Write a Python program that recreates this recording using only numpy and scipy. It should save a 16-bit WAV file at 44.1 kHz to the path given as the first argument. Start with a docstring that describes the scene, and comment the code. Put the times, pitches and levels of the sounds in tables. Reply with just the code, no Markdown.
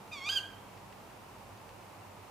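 """A wood at night: a tawny owl, a little to the right, gives one sharp "ke-wick".
A thin, sagging first note swells and breaks upward into a loud, hoarse arch: one voice of seven harmonics,
with noise rung through throat resonances as its air. Near trunks echo it and the rest scatter it into a tail.
Behind it lie a distant rush and faint hiss of coloured noise, a low drone of two narrow noise bands,
and a few tiny ticks of dying noise."""
import sys
import numpy as np
from scipy import signal
from scipy.fft import rfft, irfft, next_fast_len
from scipy.io import wavfile

SR = 44100
rng = np.random.default_rng(int(sys.argv[2]) if len(sys.argv) > 2 else 0)


def unload_audio(sound):
    """Save the sound as a 16-bit wav file, at the path given as the first command line argument."""
    columns = np.transpose(np.atleast_2d(sound))
    # keep every value between -1 and 1, then stretch to whole-number steps
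    steps = np.round(np.clip(columns, -1, 1) * 32767)
    wavfile.write(sys.argv[1], SR, steps.astype(np.int16))


N = 101430
T = np.arange(N) / SR  # time of each sample, s


def from_db(db):
    """Decibels to gain."""
    return 10 ** (np.asarray(db) / 20)


def rms_one(x):
    """Scale to rms 1."""
    return x / np.sqrt(np.mean(x ** 2) + 1e-20)


def in_time(rows):
    """The columns of a curve, read at every sample."""
    s, *columns = np.transpose(rows)
    return [np.interp(T, s, column) for column in columns]


def at_hz(points, hz):
    """Read a table of (hz, value) on a log-frequency axis."""
    table_hz, values = np.transpose(points)
    return np.interp(np.log(hz + 1e-6), np.log(table_hz), values)


def shaped(x, gain):
    """Filter by a gain given as a function of Hz."""
    size = next_fast_len(N + SR // 2)
    hz = np.arange(size // 2 + 1) * SR / size
    return irfft(rfft(x, size) * gain(hz), size)[..., :N]


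def noise(colour):
    """Noise of a given colour, rms 1."""
    return rms_one(shaped(rng.standard_normal(N), lambda hz: from_db(at_hz(colour, hz))))


def waver(rate_hz):
    """Smooth random wandering of rms 1, weaker above rate_hz."""
    return rms_one(shaped(rng.standard_normal(N), lambda hz: 1 / (1 + (hz / rate_hz) ** 2)))


def pan(db):
    """Left and right gains for a level difference, left minus right."""
    return from_db(np.array([[.5], [-.5]]) * db)


def stereo_noise(likeness):
    """Two white noises, left and right, alike as far as likeness(Hz) says."""
    mid, side = rng.standard_normal((2, N))

    def share(hz):
        return (1 + np.clip(likeness(hz), -1, 1)) / 2

    mid = shaped(mid, lambda hz: np.sqrt(share(hz)))
    side = shaped(side, lambda hz: np.sqrt(1 - share(hz)))
    return mid + side * [[1], [-1]]


def owl():
    """One unbroken voice that jumps in pitch between the notes, with air rushing through it."""
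    # path of each note: start_s, pitch_hz, second_harmonic_db, upper_harmonics_db
    ke = [(0.118, 1151, -47.5, -52), (0.134, 1238, -42.5, -45), (0.16, 1152, -48.5, -53.5),
          (0.188, 1094, -50, -48), (0.202, 1075, -52, -60), (0.216, 1072, -46, -54),
          (0.244, 1109, -46.5, -46), (0.268, 1212, -39, -44), (0.28, 1201, -36, -46.5),
          (0.29, 1262, -34.5, -36.5)]
    wick = [(0.294, 1530, -30.5, -40), (0.3, 1553, -25.5, -37), (0.31, 1608, -33, -44.5),
            (0.326, 1619, -38.5, -37.5), (0.336, 1621, -30, -41), (0.344, 1641, -39, -41),
            (0.364, 1593, -25.5, -43.5), (0.376, 1554, -25.5, -38), (0.39, 1405, -33.5, -53)]
    # level of the fundamental: start_s, level_db
    fundamental = [(.12, -64), (.136, -51.5), (.21, -54), (.288, -46), (.302, -41), (.315, -56),
                   (.331, -39.5), (.348, -53), (.362, -52), (.372, -35.5), (.39, -58.5)]
    # harmonics 1, 2, 3 .., each against its level curve: first_note_db, second_note_db
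    harmonics = [(-2, -1), (-0.5, -3.5), (-2, -1), (-7, -13.5), (-11.5, -24), (-16, -38), (-22, -36)]
    # rush of air in the throat: start_s, level_db
    air_level = [(.12, -64), (.135, -59), (.2, -61.5), (.245, -65), (.272, -47), (.284, -56), (.294, -44),
                 (.318, -49), (.35, -50.5), (.372, -45), (.392, -51.5)]
    attack_s, release_s = 0.0047, 0.01
    flick, flick_s = .13, 0.00291  # the voice catches sharp by this share of the pitch and settles
    bloom_s = .008  # the upper harmonics come in a little later
    jitter, jitter_hz = 0.0038, 263  # pitch unsteadiness, as a share of the pitch, and its rate
    rasp_ke, rasp_wick = 0.086, 0.018  # cycle-to-cycle unevenness of strength, as a share
    air_pulsing = 0.58  # depth of the air's pulsing with each cycle
    ke_air_cut_hz = 6000  # the air is duller in the first note

    pitch, second_db, upper_db = in_time(list(ke) + list(wick))
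    start_s, end_s = ke[0][0], wick[-1][0]
    broken = np.interp(T, [ke[-1][0], wick[0][0]], [0, 1])  # 0 in the first note, 1 in the second
    attack = np.clip((T - start_s) / attack_s + 1, 0, 1)
    release = np.clip((end_s - T) / release_s + 1, 0, 1)

    age = np.maximum(T - start_s, 0)
    pitch = pitch * (1 + flick * np.exp(-age / flick_s))
    upper_db = upper_db - 10 * np.exp(-age / bloom_s)
    phase = 2 * np.pi * np.cumsum(pitch * (1 + jitter * waver(jitter_hz))) / SR

    curves = {1: in_time(fundamental)[0], 2: second_db}
    voice = 0
    for k, (ke_db, wick_db) in enumerate(harmonics, 1):
        level_db = curves.get(k, upper_db) + ke_db + broken * (wick_db - ke_db)
        voice = voice + from_db(level_db) * np.sqrt(2) * np.sin(k * phase)
    rasp = (rasp_ke + broken * (rasp_wick - rasp_ke)) * waver(pitch.mean())

    puffs = rng.standard_normal(N) * (1 + air_pulsing * np.sin(phase))
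    air = rms_one(throat(puffs))
    dull_air = shaped(air, lambda hz: 1 / np.sqrt(1 + (hz / ke_air_cut_hz) ** 2))
    air = broken * air + (1 - broken) * dull_air
    return attack * release * (voice * (1 + rasp) + from_db(in_time(air_level)[0]) * air)


def throat(x):
    """The fixed resonances that the air excites in throat and beak, their powers added."""
    # resonances: centre_hz, width_hz, level_db
    resonances = [(770, 210, -3.5), (1250, 690, -13), (2670, 120, 6.5), (2960, 300, -8), (4020, 140, -5),
                  (4550, 250, 1), (5670, 280, -7), (6200, 180, -7), (7020, 200, -0.5), (8600, 150, -3.5),
                  (9980, 350, -11.5), (10950, 250, -6.5), (12450, 310, -8), (14550, 260, -7)]

    def power(hz):
        return sum(from_db(2 * db) / (1 + ((hz - centre) / width) ** 2) ** 2
                   for centre, width, db in resonances)

    return shaped(x, lambda hz: np.sqrt(power(hz)))


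def wood(call):
    """The direct call, a few echoes from near trunks and a dying scatter from the rest."""
    # near trunks, before the wood's colour: delay_s, level_db
    echoes = [(0.032, -17), (0.073, -27), (0.162, -32.5)]
    # colour of all that the wood returns: pitch_hz, gain_db
    wood_colour = [(500, 8), (1450, -0.5), (1620, 6), (2000, 3), (2450, -6.5), (3000, -5.5), (3260, 5),
                   (3500, 5.5), (4800, -2), (8000, 6), (15000, -1)]
    scatter_db, delay_s, likeness = -10.5, 0.011, 0.7  # likeness of left and right
    low_t60_s, high_t60_s, split_hz = 0.65, 0.34, 2870  # the lows linger

    near = sum(from_db(db) * np.interp(T - s, T, call, left=0) for s, db in echoes)
    white = stereo_noise(lambda hz: likeness)
    low = shaped(white, lambda hz: 1 / (1 + (hz / split_hz) ** 8))
    high = white - low
    scatter = low * from_db(-60 * T / low_t60_s) + high * from_db(-60 * T / high_t60_s)
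    scatter = scatter * (T > delay_s)
    scatter = scatter / np.sqrt(np.sum(scatter ** 2) / 2)  # unit energy per channel
    far = from_db(scatter_db) * signal.fftconvolve(scatter, call[None], axes=1)[:, :N]
    return call + shaped(near + far, lambda hz: from_db(at_hz(wood_colour, hz)))


def ticks():
    """Tiny ticks, perhaps twigs or drips: each is a brief, dying crackle of coloured noise."""
    # ticks: start_s, level_db
    tick_list = [(.076, -54), (.775, -55), (.925, -50.5), (1.574, -57), (1.691, -52.5)]
    # colour of the crackle: pitch_hz, relative level_db per Hz
    tick_colour = [(600, -12), (2000, 11), (4500, 2), (7000, -4), (14000, -24)]
    t60_s = 0.033
    level = sum(from_db(db - 60 * np.abs(T - s) / t60_s) * (T >= s) for s, db in tick_list)
    return level * noise(tick_colour)


def night():
    """Steady distant rush and hiss: noise coloured, widened and panned by frequency."""
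    # colour of the night: pitch_hz, relative level_db per Hz
    night_colour = [(22, -41), (33, -37), (48, -5.5), (75, -16.5), (110, -6.5), (160, -8), (300, -9.5),
                    (500, -8.5), (680, -8.5), (900, -5.5), (1150, -10.5), (1650, -18), (2700, -19),
                    (3400, -24.5), (7000, -29), (15400, -33.5)]
    # likeness of left and right: pitch_hz, likeness (1 is identical)
    night_likeness = [(40, 1), (100, 0.79), (250, 0.79), (600, 0.52), (1000, 0.5), (3000, 0.2),
                      (14000, 0.4)]
    # balance: pitch_hz, left_minus_right_db
    night_pan = [(60, -5), (240, -2.5), (950, -2), (3770, 0), (15000, 0.0)]
    level_db = -51.5
    white = stereo_noise(lambda hz: at_hz(night_likeness, hz))
    rush = shaped(white, lambda hz: from_db(at_hz(night_colour, hz)) * pan(at_hz(night_pan, hz)))
    return from_db(level_db) * rms_one(rush)


def drone():
    """A low, unsteady drone, like far traffic: narrow bands of noise that swell together."""
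    # bands, before the swell: centre_hz, width_hz, level_db
    bands = [(99.1, 10.3, -62.5), (194, 5.6, -68.5)]
    # slow swell: start_s, gain_db
    swell = [(0, -0.5), (.8, 0.5), (1.3, 3.5), (1.65, 2.5), (1.95, 4), (2.3, 1)]

    def band(centre, width):
        white = rng.standard_normal(N)
        return rms_one(shaped(white, lambda hz: 1 / (1 + ((hz - centre) / width) ** 2)))

    lines = sum(from_db(db) * band(centre, width) for centre, width, db in bands)
    return lines * from_db(in_time(swell)[0]) * pan(-2.5)


def scene():
    """The owl in its wood, a little to the right, over the night background."""
    # balance of the owl: pitch_hz, left_minus_right_db
    owl_pan = [(1500, -2.4), (2400, -2.5), (3200, -3.5), (4800, -5.5), (7000, -4), (14000, -3)]
    call = shaped(wood(owl()), lambda hz: pan(at_hz(owl_pan, hz)))
    return call + night() + drone() + ticks()


def record(dry):
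    """A steep elliptic low-pass cuts the top."""
    cutoff_hz = 15550
    low_pass = signal.ellip(12, .1, 70, cutoff_hz, fs=SR, output="sos")  # order, ripple dB, stop dB
    return signal.sosfilt(low_pass, dry)


dry = scene()
out = record(dry)
unload_audio(out)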